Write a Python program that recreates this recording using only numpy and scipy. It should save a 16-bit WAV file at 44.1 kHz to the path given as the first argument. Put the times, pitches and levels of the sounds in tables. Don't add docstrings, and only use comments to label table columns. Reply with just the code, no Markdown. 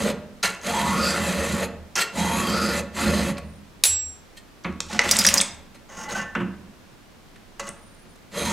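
import sys
import numpy as np
from scipy import signal
from scipy.fft import rfft, irfft, next_fast_len
from scipy.io import wavfile
from scipy.ndimage import uniform_filter1d, map_coordinates

SR = 44100
rng = np.random.default_rng(int(sys.argv[2]) if len(sys.argv) > 2 else 0)


def ratio(d):
    e = np.asarray(d, float) / 20
    return 10 ** e


def wrap_up_sound(samples):
    columns = np.atleast_2d(samples).T
    tamed = np.clip(columns, -1, 1)
    steps = np.round(tamed * 32767).astype(np.int16)
    wavfile.write(sys.argv[1], SR, steps)


N = 375732
GRID = 2 ** 14
HZ = np.arange(GRID // 2 + 1) * SR / GRID + 1e-3
BITE_S, LIFT_S = 0.073, 0.04


def rms_one(x):
    return x / np.sqrt(np.mean(x ** 2) + 1e-20)


def at_hz(points, hz):
    f, db = np.array(points).T
    return np.interp(np.log(hz), np.log(f), db)


def colour(points):
    return ratio(2 * at_hz(points, HZ))


def below(hz, order):
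    return 1 / (1 + (HZ / hz) ** order)


def above(hz, order):
    return 1 / (1 + (hz / HZ) ** order)


def humps(modes):
    return sum(ratio(2 * db) / (1 + (2 * (HZ - hz) / width) ** 2) for hz, width, db in modes)


def body(x, power):
    cepstrum = irfft(.5 * np.log(power / np.mean(power) + 1e-12))
    cepstrum[1:GRID // 2] *= 2
    cepstrum[GRID // 2 + 1:] = 0
    impulse = irfft(np.exp(rfft(cepstrum)))
    return signal.oaconvolve(x, impulse)[:len(x)]


def in_time(tables, silent=None):
    rows = []
    for table in tables:
        ends = np.array([table[0], table[-1]], float)
        ends[:, 0] += [-.006, .006]
        if silent:
            ends[:, silent] = -110
        rows += [ends[0], *table, ends[1]]
    s, *columns = np.transpose(rows)
    return [np.interp(np.arange(N) / SR, s, c) for c in columns]


def window(start, end, rise, fall):
    t = np.arange(N) / SR
    return (np.clip((t - start) / rise, 0, 1) * np.clip((end - t) / fall, 0, 1)) ** 2


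def drift(hz):
    lowpass = signal.butter(2, hz, fs=SR / 16, output="sos")
    slow = signal.sosfilt(lowpass, rng.standard_normal(N // 16 + 2))
    return np.interp(np.arange(N) / 16, np.arange(len(slow)), rms_one(slow))


def grit(per_s, spread_db):
    out = np.zeros(N)
    hit = np.flatnonzero(rng.random(N) < per_s / SR)
    size_db = spread_db * np.minimum(rng.exponential(1, N)[hit], 4)
    out[hit] = ratio(size_db) * (-1.) ** hit
    return rms_one(out)


def bursts(rows, rise):
    out, t = np.zeros(N + 8192), np.arange(8192) / SR
    noise = rng.standard_normal((len(rows), 8192))
    for (s, db, contact), push in zip(rows, noise):
        at, contact = round(s * SR), max(contact, 5e-4)
        shape = (1 - np.exp(-t / (contact * rise + 1e-5))) * np.exp(-t / contact)
        out[at:at + 8192] += ratio(db) * rms_one(push * shape) * np.sqrt(np.mean(shape ** 2))
    return out[:N]


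# (start [s], end [s], rasp [dB], rasp sag [dB/s], tooth buzz re the stroke [dB])
PUSHES = [
    (-.1, 0.142, -28.5, 3, -14),
    (0.596, 1.679, -28, 2.5, 0.5),
    (2.105, 2.835, -29, 3.5, -1),
    (2.913, 3.343, -26.5, 14, -7.5),
    (8.297, 8.7, -32, -4, -1),
]
BENCH_LEAN_DB = [2, -0.2, 1.5, 0.3, 2.5]
JAW_LEAN_DB = [2, 0.3, -0.3, -2.5, 2.5]


def strokes():
    t = np.arange(N) / SR
    load = lean = jaw = rasp = sing = 0
    for (start, end, db, sag, buzz_db), bench_db, jaw_db in zip(PUSHES, BENCH_LEAN_DB, JAW_LEAN_DB):
        hold = ratio(db) * window(start, end, BITE_S, LIFT_S)
        since = np.clip(t - start, 0, 2)
        left = np.clip(end - t - .3, 0, 2)
        rasp = rasp + hold * ratio(-sag * since)
        load = load + hold * ratio(-0.65 * sag * since)
        lean = lean + hold * ratio(bench_db)
        jaw = jaw + hold * ratio(jaw_db - 5 - 10 * left)
        sing = sing + hold * ratio(buzz_db)
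    return load, lean, jaw, rasp, sing


# (time [s], level [dB], hold [s], fade [s])
FILE_SKIDS = [
    (0.428, -21, 0.017, 0.034),
    (1.9515, -24, 0.068, 0.014),
]


def skids():
    t = np.arange(N) / SR
    return sum(ratio(db) * window(s, s + 1, 0.0042, .5) * np.exp(-np.maximum(t - s - hold, 0) / fade)
               for s, db, hold, fade in FILE_SKIDS)


def wandering(push, modes, spectrum, count):
    signs = rng.choice([-1, 1], (count, N))
    powers = [spectrum * humps(modes[k::count]) / 3 for k in range(count)]
    groups = 0
    for sign, power in zip(signs, powers):
        path = np.arange(N) + SR * .0012 * drift(2.5)
        group = map_coordinates(body(push * sign, power), [path], order=2)
        groups = groups + ratio(4.5 * drift(5) + 2.0 * drift(25)) * np.sqrt(np.mean(power)) * group
    plain = np.sqrt(np.mean(spectrum)) * body(push, spectrum)
    return (groups + plain) / np.sqrt(np.mean(spectrum + 1.48 * sum(powers)))


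# (frequency [Hz], level [dB per Hz])
RASP_SPECTRUM = [(880, -22.5), (1500, -24), (1780, 1.5), (2940, -7), (5810, -10.5), (6560, -6),
                 (10600, -12), (15400, -22.5), (16500, -62.5)]
# (frequency [Hz], width [Hz], level [dB])
CUTTER_MODES = [(2600, 73, 7), (3252, 45, 10.5), (4135, 280, 9), (6380, 310, 6.5), (7530, 310, 6),
                (8160, 160, 1.5), (9700, 160, 1), (10200, 540, 2.5), (12900, 120, -23)]


def cutter_rasp(cut, hits):
    push = ratio(-3.0) * cut * ratio(0.91 * drift(120)) * grit(6000, 1.8)
    push = push + ratio(0.5) * bursts(hits["top"], rise=0.24)
    dense_hz = 1700 * 9.0 ** ((np.arange(30) + rng.random(30)) / 30)
    modes = [(hz, width, db + 5.0) for hz, width, db in CUTTER_MODES]
    modes += [(hz, hz / 70, 10.0) for hz in dense_hz]
    return wandering(push, modes, colour(RASP_SPECTRUM), count=7)


# (start [s], end [s], level re the rasp [dB])
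CHATTER_SPANS = [
    (.93, 1.2, 5),
    (2.4, 2.8, 2.5),
    (2.94, 3.3, -12),
]


def cutter_chatter(cut):
    chatter = ratio(-12) + sum(ratio(db) * window(a, b, 0.105, 0.105) for a, b, db in CHATTER_SPANS)
    return body(cut * chatter * ratio(-6) * grit(6000, 2.3), humps([(4750, 770, 0)]) ** 2)


# (frequency [Hz], width [Hz], level [dB])
TIP_MODES = [(2550, 90, -5), (3240, 90, 0), (4050, 180, -2), (6300, 250, -5)]
TIP_TIMES = [.61, 2.13, 8.31]


def file_tip():
    t = np.arange(N) / SR
    tip = sum(window(s, s + 1, BITE_S, 0.48) * np.exp(-np.maximum(t - s, 0) / .3) for s in TIP_TIMES)
    return body(ratio(-36 + 1.6 * drift(23)) * tip * grit(6600, 2.4), humps(TIP_MODES) ** 2)


# (time [s], tooth rate [Hz])
TOOTH_RATES = [
    [(.62, 480), (.7, 700), (.75, 901), (.9, 1073), (1.0, 1304), (1.08, 1404), (1.18, 1764), (1.45, 1092),
     (1.65, 620)],
    [(2.13, 601), (2.2, 851), (2.26, 965), (2.38, 1085), (2.49, 1130), (2.53, 1350), (2.66, 1412),
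     (2.78, 1798), (2.83, 1224)],
    [(2.95, 917), (3.01, 1390), (3.08, 1453), (3.14, 1772), (3.3, 799)],
    [(8.33, 506), (8.4, 614), (8.47, 904), (8.52, 1136)],
]
# (frequency [Hz], width [Hz], level [dB])
LOCKING_MODES = [(596, 25, -4), (701, 22, 0), (853, 25, -2), (914, 22, 0), (977, 22, 0), (1109, 22, 1),
                 (1248, 25, 0), (1320, 25, -2), (1407, 30, 1), (1520, 25, -5), (1775, 50, -3),
                 (2010, 50, 0), (2500, 80, 0)]


def tooth_buzz(sing):
    hz, = in_time(TOOTH_RATES)
    coasting = uniform_filter1d(1. * (np.gradient(hz) <= 0), size=2000)
    level = sing * ratio(-20 * coasting) / (1 + (530 / hz) ** 8)
    phase = 2 * np.pi * np.cumsum(hz * (1 + 0.1 * drift(170) + .008 * drift(12))) / SR
    buzz = level * ratio(2.5 * drift(120)) * (np.sin(phase) + 0.3 * np.sin(2 * phase))
    return body(ratio(-10) * buzz, humps(LOCKING_MODES) ** 1.5 + ratio(-60))


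# (frequency [Hz], width [Hz], level [dB])
VICE_MODES = [(466.7, 23, 0.5), (553, 39.5, 3), (595, 16, -4), (696, 20, -3), (844, 29, -8),
              (917, 17, -9.5), (971, 20, -4.5), (1113, 28, -4), (1244, 29, -8.5), (1395, 55, -5),
              (1510, 28.8, -15.5), (1787, 100, -8.5), (1990, 54, -8.5), (2640, 83, -15.5)]


def vice_body(load, jaw, skid, rub, rub_db, hits):
    push = load * ratio(-4.5 + 0.882 * drift(22)) + skid * ratio(-8.5)
    push = push * ratio(2.0 * drift(70)) * grit(2500, 2.7)
    out = body(push, (humps(VICE_MODES[3:]) + ratio(-29)) * below(3000, 8) * above(400, 6))
    jaw_push = jaw * ratio(2.6 * drift(5.4)) * grit(4000, 2.66)
    out += body(jaw_push, humps(VICE_MODES[:3]) * below(800, 6) * above(400, 6))
    blows = ratio(2.0) * bursts(hits["vice"], rise=0.27) + ratio(5.5) * bursts(hits["groove"], rise=0.098)
    blows = blows + rub * ratio(-29 + rub_db) * grit(4000, 2.8)
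    return out + body(blows, (humps(VICE_MODES) + ratio(-25.0)) * below(2800, 12) * above(640, 6))


# (frequency [Hz], width [Hz], level [dB])
BENCH_MODES = [(165.4, 5.8, -3), (188.5, 19, -2), (213, 12, 4), (248.6, 20, -5.5), (354, 11, -6)]
# (frequency [Hz], width [Hz], level [dB])
AIR_MODES = [(77.5, 5.1, 5.5), (119.7, 2.8, -4)]
# (time [s], level [dB], contact time [s])
HANDLE_THUD = [
    (3.875, -28, 0.022),
]


def bench_boom(lean, skid, rub, seat, seat_vice_db, hits):
    push = lean * ratio(-2.5 + 1.8 * drift(7.4)) + skid * ratio(-17.5)
    push = (push + rub * ratio(-38.5) + seat * ratio(seat_vice_db - 8.5)) * grit(3000, 0.73)
    push = push + ratio(9.5) * bursts(hits["bench"], rise=3.05)
    thud = bursts(HANDLE_THUD, rise=0.85)
    plate = body(push + ratio(-12.0) * thud, humps(BENCH_MODES) * below(420, 10) * above(130, 4))
    return plate + body(ratio(-9.5) * push + thud, humps(AIR_MODES) * below(150, 8))


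# (time [s], level into the vice [dB], top re that [dB], contact time [s])
METAL_TAPS = [(0.436, -19.5, -17, 0.0064), (1.954, -57, -1, 0.0028), (3.379, -30, -3.5, 0.0054),
              (4.367, -57.5, 16, 0.014), (5.745, -44.5, -1, 0.012), (6.087, -37, -3, 0.014),
              (6.151, -30.5, -5.5, 0.019), (7.358, -41.5, -8, 0.005), (7.594, -23.5, -12, 0.007),
              (7.668, -48, 13, 0.0044), (7.951, -67, 0, 0.004), (8.157, -50.5, 4, 0.005)]
# (time [s], level into the bench [dB], vice re that [dB], contact time [s])
SCREW_THUMPS = [
    (4.644, -15, -10, 0.02),
    (6.351, -18.5, -7.5, 0.022),
    (6.399, -15.5, -13.5, 0.017),
    (6.469, -30, -17, 0.0074),
    (8.051, -32, -19, 0.0072),
]
# (time [s], level [dB], contact time [s])
LINK_LIFTS = [
    (4.904, -42.5, 0.019),
    (4.929, -34, 0.0024),
    (4.9467, -35, 0.0039),
    (4.993, -20.5, 0.0045),
    (5.0352, -33, 0.013),
]
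# (time [s], level [dB], top re that [dB], contact time [s])
LINK_SNAPS = [(4.8041, -11, -23, 0.0016), (4.9912, -13, -22, 0.0033), (5.0913, -16, -9.5, 0.0016),
              (5.1115, -11.5, 7, 0.0046), (5.115, -15.5, -1, 0.00251), (5.1214, -21.5, -8, 0.0034),
              (5.166, -15, -3.5, .001), (5.1872, -18.5, 11, 0.0058), (5.194, -19.5, -12, 0.0076),
              (5.2484, -10, -5, 0.0013), (5.2656, -13.5, 11.5, 0.0019), (5.2707, -12.5, -12, .003),
              (5.2773, -19, -12.5, 0.0056), (5.2877, -6.5, 0, .0015), (5.3400, -11.5, 7.5, 0.0025),
              (5.3787, -17, 2, 0.0048), (5.385, -24, -17.5, .006), (5.4124, -12.5, 0, 0.00068)]


def contacts():
    hits = {name: [] for name in ("bench", "vice", "top", "groove", "links", "rattle")}
    for s, db, top_db, contact in METAL_TAPS:
        hits["bench"].append((s, db - 18.5, contact))
        hits["vice"].append((s, db, contact))
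        hits["top"].append((s, db + top_db, contact))
    for s, db, vice_db, contact in SCREW_THUMPS:
        hits["bench"].append((s, db, contact))
        hits["vice"].append((s, db + vice_db, contact))
        hits["top"].append((s, db - 35, contact))
    for s, db, contact in LINK_LIFTS:
        hits["groove"].append((s, db + 3.5, contact))
        hits["links"].append((s, db, contact))
        hits["rattle"].append((s, db - 24, contact))
    for s, db, top_db, contact in LINK_SNAPS:
        hits["groove"].append((s, db - 15.5, contact))
        hits["links"].append((s, db, contact))
        hits["rattle"].append((s, db + top_db, contact))
    return hits


# (frequency [Hz], width [Hz], level [dB])
LANDING_MODES = [(451, 41, -4.5), (700, 33, -17), (920, 50, -32), (1402, 44, 3), (1693, 36, -6),
                 (2034, 39, -9), (2220, 35, -5), (2410, 22, -9), (2750, 105, -2), (3040, 52, -12)]


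def file_landing(skid):
    s, db, *_ = SCREW_THUMPS[1]
    push = ratio(-2.5) * skid * grit(900, 4.0) + bursts([(s, db - 7.5, .012)], rise=0.05)
    return body(push, (humps(LANDING_MODES) + ratio(-38.0)) * below(2800, 12) * above(350, 6))


# (time [s], links [dB], extra vice [dB], extra top [dB])
CHAIN_DRAG = [
    [(4.88, -54, -22, -6), (4.92, -43, -19, -4), (4.985, -48, -15, -6), (5.0, -41, -2, -10),
     (5.04, -37, -5, 7), (5.1, -37, -8, 2), (5.168, -30.5, -4.5, 0), (5.278, -31, -5.5, 1),
     (5.372, -40, -5.5, 1), (5.412, -43, -5.5, 1), (5.44, -67, -6, 1)],
]


def chain_drag():
    links_db, vice_db, top_db = in_time(CHAIN_DRAG, silent=1)
    rub = window(4.89, 5.44, 0.012, 0.012) * ratio(4.1 * drift(40))
    return rub, ratio(links_db + 5.1 * drift(51)), vice_db, top_db


# (frequency [Hz], level [dB per Hz])
LINK_SPECTRUM = [(900, -30), (1600, -8), (2200, -3), (4000, -2), (7500, -2), (9500, -8), (13400, -15),
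                 (16000, -23), (16800, -40)]
# (frequency [Hz], width [Hz], level [dB])
CUTTER_LINK_MODES = [(4960, 50, 26), (5230, 90, 12), (5760, 50, 27), (9100, 200, 16), (10200, 250, 14)]
CUTTER_LINK_TIMES = [5.109, 5.185, 5.263, 5.373]


def chain_links(drag, top_db, hits):
    ringing = [row for row in hits["links"] if any(0 <= row[0] - s < .017 for s in CUTTER_LINK_TIMES)]
    plain = [row for row in hits["links"] if row not in ringing]
    spectrum = colour(LINK_SPECTRUM)
    links = spectrum * below(7500, 6)
    knocks = ratio(2.0) * drag * grit(5000, 1.3) + ratio(-3.0) * bursts(plain, rise=0.021)
    rattle = drag * ratio(-8.5 + top_db) * grit(5000, 3.1) + ratio(-3.0) * bursts(hits["rattle"], rise=0.11)
    far = body(knocks, links) + body(rattle, spectrum * above(7000, 6))
    close = body(ratio(4.5) * bursts(ringing, rise=0.019), links * (1 + humps(CUTTER_LINK_MODES)))
    return far, close


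# (time [s], level [dB], vice re that [dB])
SEATING_SLIDES = [
    [(5.89, -55, 10), (6.04, -41.5, 4), (6.082, -54, 13.5), (6.108, -39.5, 8), (6.15, -39.5, 8),
     (6.22, -42, 10.5), (6.25, -59, 17), (6.32, -67, 10)],
    [(7.6, -31, -7), (7.614, -54.5, 11), (7.684, -41.5, 6.5), (7.71, -64, 23)],
]


def seating_slide():
    db, vice_db = in_time(SEATING_SLIDES, silent=1)
    return ratio(db + 2.0 * drift(36.9)), vice_db


# (frequency [Hz], width [Hz], level [dB])
SEAT_LOW_MODES = [(543, 85, -2.5), (860, 84, -6.5), (1094, 58, -3), (1385, 46, -3), (1549, 29, -4),
                  (1765, 27, -2.5), (2000, 50, -3.5), (2900, 161, -11)]
# (frequency [Hz], width [Hz], level [dB])
SEAT_HIGH_MODES = [(3820, 59, -4.5), (4800, 220, -6), (5480, 230, -4), (6490, 580, 1.5), (7300, 39, -11),
                   (8270, 169, -9), (9900, 86, -9.5)]


def seating_scrape(seat, vice_db):
    low = (humps(SEAT_LOW_MODES) + ratio(-35.0)) * above(450, 6) * below(3200, 10)
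    far = body(seat * ratio(vice_db - 3.5) * grit(5000, 0.77), low)
    return far, body(seat * grit(7900, 1.5), humps(SEAT_HIGH_MODES) * above(3500, 8))


# (time [s], level [dB], pitch [Hz], contact time [s])
STEEL_TICKS = [(3.368, -34, 2100, .006), (3.37, -36, 4200, .008), (4.726, -44, 6000, .001),
               (4.8658, -34, 9500, .001), (4.9915, -4.5, 1980, .0015), (4.992, -9, 5500, .001),
               (5.0915, -12, 3600, .0015), (5.092, -14, 8600, .001), (5.1118, -9, 5500, .002),
               (5.152, -16, 8000, .0007), (5.162, -16, 3600, .002), (5.1675, -7, 8100, .001),
               (5.1725, -11, 6000, .001), (5.1875, -9, 5500, .002), (5.2095, -11, 9800, .0015),
               (5.241, -8, 8200, .0005), (5.2495, -7, 1910, .002), (5.2662, -6, 5500, .003),
               (5.2872, -10, 2900, .003), (5.296, -16, 9000, .003), (5.3405, -4, 6200, .002),
               (5.341, -8, 9200, .0015), (5.3747, -6, 6000, .0007), (5.393, -14, 7500, .001),
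               (5.4025, -9, 3500, .001), (5.408, -16, 6500, .001), (5.4123, -2, 7350, .0015),
               (5.4158, -6, 7600, .004), (5.417, -16, 2200, .003), (7.358, -42, 2600, .003),
               (7.5955, -27, 6500, .003), (7.6, -35, 4200, .01), (7.597, -30, 7800, .008),
               (7.6905, -18, 8000, .0005),
               (.4285, -17, 5300, .003), (.4368, -16.5, 4630, .002), (.446, -27, 6000, .001),
               (.4777, -20, 7220, .002), (.502, -23, 7500, .002), (0.521, -35, 7400, .002),
               (.5381, -36, 7330, .002), (.548, -32, 7530, .002), (.6144, -34, 6300, .004),
               (1.955, -15, 5770, .006), (1.9635, -11.5, 5740, .001), (1.973, -19, 5000, .0006),
               (1.979, -14, 5500, .0006), (1.9885, -17, 6500, .001), (1.994, -19, 5000, .0008),
               (2.007, -23, 6000, .0008), (2.01, -24, 8000, .001), (2.025, -25, 6000, .002),
               (2.0326, -22, 7460, .004), (4.638, -39, 5500, .003), (4.646, -30, 3900, .002),
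               (4.651, -23.5, 2000, .004), (6.0993, -31, 7500, .002), (6.1087, -26, 4200, .002),
               (6.1492, -32, 7500, .002), (6.216, -33, 6500, .002), (6.351, -36, 6100, .002),
               (6.351, -15.5, 1450, .006), (8.318, -46, 6000, .004), (8.345, -49, 3500, .004)]


def ticks():
    out, rows = np.zeros(N + 4096), STEEL_TICKS
    for (s, db, hz, contact), push in zip(rows, rng.standard_normal((len(rows), 4096))):
        shape = np.exp(-np.arange(4096) / SR / max(contact, 3e-4))
        peak = signal.iirpeak(hz, 2.66, fs=SR)
        tick = signal.lfilter(*peak, signal.lfilter(*peak, push * shape))
        at = round(s * SR)
        out[at:at + 4096] += ratio(db) * tick / np.max(np.abs(tick))
    return signal.sosfilt(signal.butter(2, 11000, fs=SR, output="sos"), out[:N])


# (start [s], end [s], frequency [Hz], level [dB])
JAW_SQUEALS = [(5.89, 5.93, 1500, -52), (5.97, 6.04, 1400, -45), (5.98, 6.05, 1090, -48),
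               (6.0, 6.05, 900, -48), (6.04, 6.13, 2020, -46), (6.07, 6.12, 860, -38),
               (6.08, 6.13, 1528, -42), (6.14, 6.24, 1525, -31), (6.145, 6.21, 785, -39),
               (6.17, 6.27, 2790, -43), (6.185, 6.34, 1775, -38), (6.2, 6.25, 1075, -41),
               (7.594, 7.67, 554, -41), (7.594, 7.64, 2010, -38), (7.62, 7.69, 1250, -43),
               (7.594, 7.64, 2630, -44), (7.594, 7.64, 1110, -40), (7.594, 7.64, 4140, -46),
               (7.596, 7.62, 7730, -47), (7.63, 7.7, 7730, -54), (7.594, 7.62, 2960, -48),
               (4.888, 4.93, 860, -36), (4.935, 4.99, 720, -33), (4.92, 4.97, 1500, -38),
               (7.64, 7.68, 1110, -42), (.525, .56, 580, -36), (5.99, 6.08, 890, -46),
               (6.19, 6.23, 1400, -40)]


def squeals():
    t, out = np.arange(N) / SR, 0
    waver = np.cumsum(0.006 * drift(40)) / SR
    for start, end, hz, db in JAW_SQUEALS:
        level = ratio(db + 3.5) * window(start, end, .015, .03) * np.exp(-np.maximum(t - start, 0) / .12)
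        out = out + level * np.sin(2 * np.pi * hz * (t + waver))
    return ratio(2.5 * drift(50)) * out


def steelwork():
    load, lean, jaw, rasp, sing = strokes()
    skid = skids()
    hits = contacts()
    rub, drag, drag_vice_db, drag_top_db = chain_drag()
    seat, seat_vice_db = seating_slide()
    cut = (rasp + skid) * ratio(0.5 * drift(37))
    links_far, links_close = chain_links(drag, drag_top_db, hits)
    seat_far, seat_close = seating_scrape(seat, seat_vice_db)
    far = tooth_buzz(sing) + vice_body(load, jaw, skid, rub, drag_vice_db, hits)
    far += bench_boom(lean, skid, rub, seat, seat_vice_db, hits) + file_landing(skid)
    far += links_far + seat_far + ticks() + squeals()
    close = cutter_rasp(cut, hits) + cutter_chatter(cut) + file_tip() + links_close + seat_close
    return far, close


FILE_MODES_HZ = [5762, 6417, 7649, 9824, 10170, 11550, 12261, 13570, 14840]
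# (level [dB], t60 [s])
FILE_DECAYS = [(-8.5, 0.58), (-24, .25), (2, 0.66), (9, 0.19), (-29.5, 0.5), (-25.5, 0.34), (-6.5, 0.15),
               (-13, 0.13), (-20, 0.18)]
# (frequency [Hz], level [dB per Hz])
CRACK_SPECTRUM = [(290, -24), (550, -11), (1000, -15), (1800, -9), (2600, -5.5), (6960, -2), (8930, -9.5),
                  (15300, -14.5), (16500, -54.5)]


def dropped_file():
    drop_s, settle_s = 3.837, 4.09
    t = np.maximum(np.arange(N) / SR - drop_s, 0)
    ring = 0
    for hz, (db, t60) in zip(FILE_MODES_HZ, FILE_DECAYS):
        pair = np.sin(2 * np.pi * hz * t) + 0.18 * np.sin(2 * np.pi * (hz + 31) * t)
        build_up = 1 - np.exp(-t / (0.049 * (7600 / hz) ** 3.0))
        ring = ring + ratio(-13.5 + db - 60 * t / t60) * pair * build_up
    ring = ring * ratio(-110 * np.maximum(t + drop_s - settle_s, 0))
    blows = [(drop_s, -1.5, .0022), (drop_s + 0.0145, -13.5, .005), (drop_s, -19.5, .03)]
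    return body(bursts(blows, rise=0.12), colour(CRACK_SPECTRUM)), ring


# (time [s], frequency [Hz], level [dB])
FILE_SQUEAKS = [
    [(3.44, 9150, -62), (3.47, 9200, -67), (3.55, 9300, -69), (3.6, 8950, -70)],
    [(7.72, 8900, -71), (7.76, 9540, -70), (7.83, 9550, -63), (7.92, 9000, -68), (8.0, 9300, -66),
     (8.04, 10200, -71), (8.08, 10300, -76), (8.11, 9560, -62), (8.14, 8600, -68)],
]


def squeaks():
    hz, db = in_time(FILE_SQUEAKS, silent=2)
    phase = 2 * np.pi * np.cumsum(hz + 40 * drift(80)) / SR
    return ratio(db + 3.5 + 3.1 * drift(50)) * np.sin(phase)


# (frequency [Hz], t60 [s])
REVERBERATION = [(60, 1.38), (200, 0.78), (1000, 0.6), (4000, 0.41), (9000, 0.24), (16000, 0.2)]


def workshop(x):
    t, tail = np.arange(SR) / SR, 0
    for hz in 44 * 2 ** np.arange(9):
        edges = [hz / 2 ** .5, min(hz * 2 ** .5, .45 * SR)]
        band = signal.butter(2, edges, "band", fs=SR, output="sos")
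        noise = signal.sosfilt(band, rng.standard_normal(SR))
        tail = tail + noise * ratio(-60 * t / at_hz(REVERBERATION, hz))
    tail = tail * (1 - np.exp(-t / 0.0028))
    return ratio(-9) * signal.fftconvolve(x, tail / np.sqrt(np.sum(tail ** 2)))[:N]


# (frequency [Hz], level [dB])
SIDE_SPECTRUM = [(60, -8), (150, -17), (400, -13), (1300, -16.5), (2400, -17.5), (4400, -12), (8000, -13.5),
                 (15000, -1)]


def near_scatter(mid):
    scatter = rng.standard_normal(6000) * np.exp(-np.arange(6000) / SR / 0.0073)
    spectrum = rfft(scatter)
    scatter = irfft(spectrum / uniform_filter1d(np.abs(spectrum), size=9))
    scattered = signal.fftconvolve(mid, scatter / np.sqrt(np.sum(scatter ** 2)))[:N]
    return ratio(-9.0) * body(scattered, colour(SIDE_SPECTRUM))


# (frequency [Hz], level [dB per Hz])
FLOOR_SPECTRUM = [(12, -30.5), (20, 0.5), (33, -4), (55, -12.5), (230, -9.5), (273, -12), (452, -16),
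                  (750, -19), (1110, -21), (1470, -22), (5210, -30.5), (15200, -41.5), (16500, -55.5)]


def background(db):
    return ratio(db) * body(rng.standard_normal(N), colour(FLOOR_SPECTRUM))


# (frequency [Hz], level [dB])
CAPSULE_TILT = [(250, -1.6), (600, -.9), (2000, -.4), (5000, -.9), (12000, -.1)]


def two_microphones(mid, side):
    size = next_fast_len(N)
    lean = ratio(at_hz(CAPSULE_TILT, np.arange(1, size // 2 + 2) * SR / size) / 2)
    return irfft(rfft([mid + side, mid - side], size) * [lean, 1 / lean], size)[:, :N]


def scene():
    far, close = steelwork()
    crack, ring = dropped_file()
    far, close = far + crack, close + ring + squeaks()
    mid = far + close + workshop(far + ratio(-4) * close)
    side = near_scatter(mid) - 0.19 * ring
    return two_microphones(mid + background(-51), side + background(-54))


def low_pass(x):
    return signal.sosfilt(signal.butter(12, 16660, fs=SR, output="sos"), x)


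def record(dry):
    lowpass = signal.cheby2(14, 60, 16850, fs=SR, output="sos")
    mix = np.clip(signal.sosfilt(lowpass, np.clip(dry, -1, 1)), -1, 1)
    return low_pass(mix)


dry = scene()
out = record(dry)
wrap_up_sound(out)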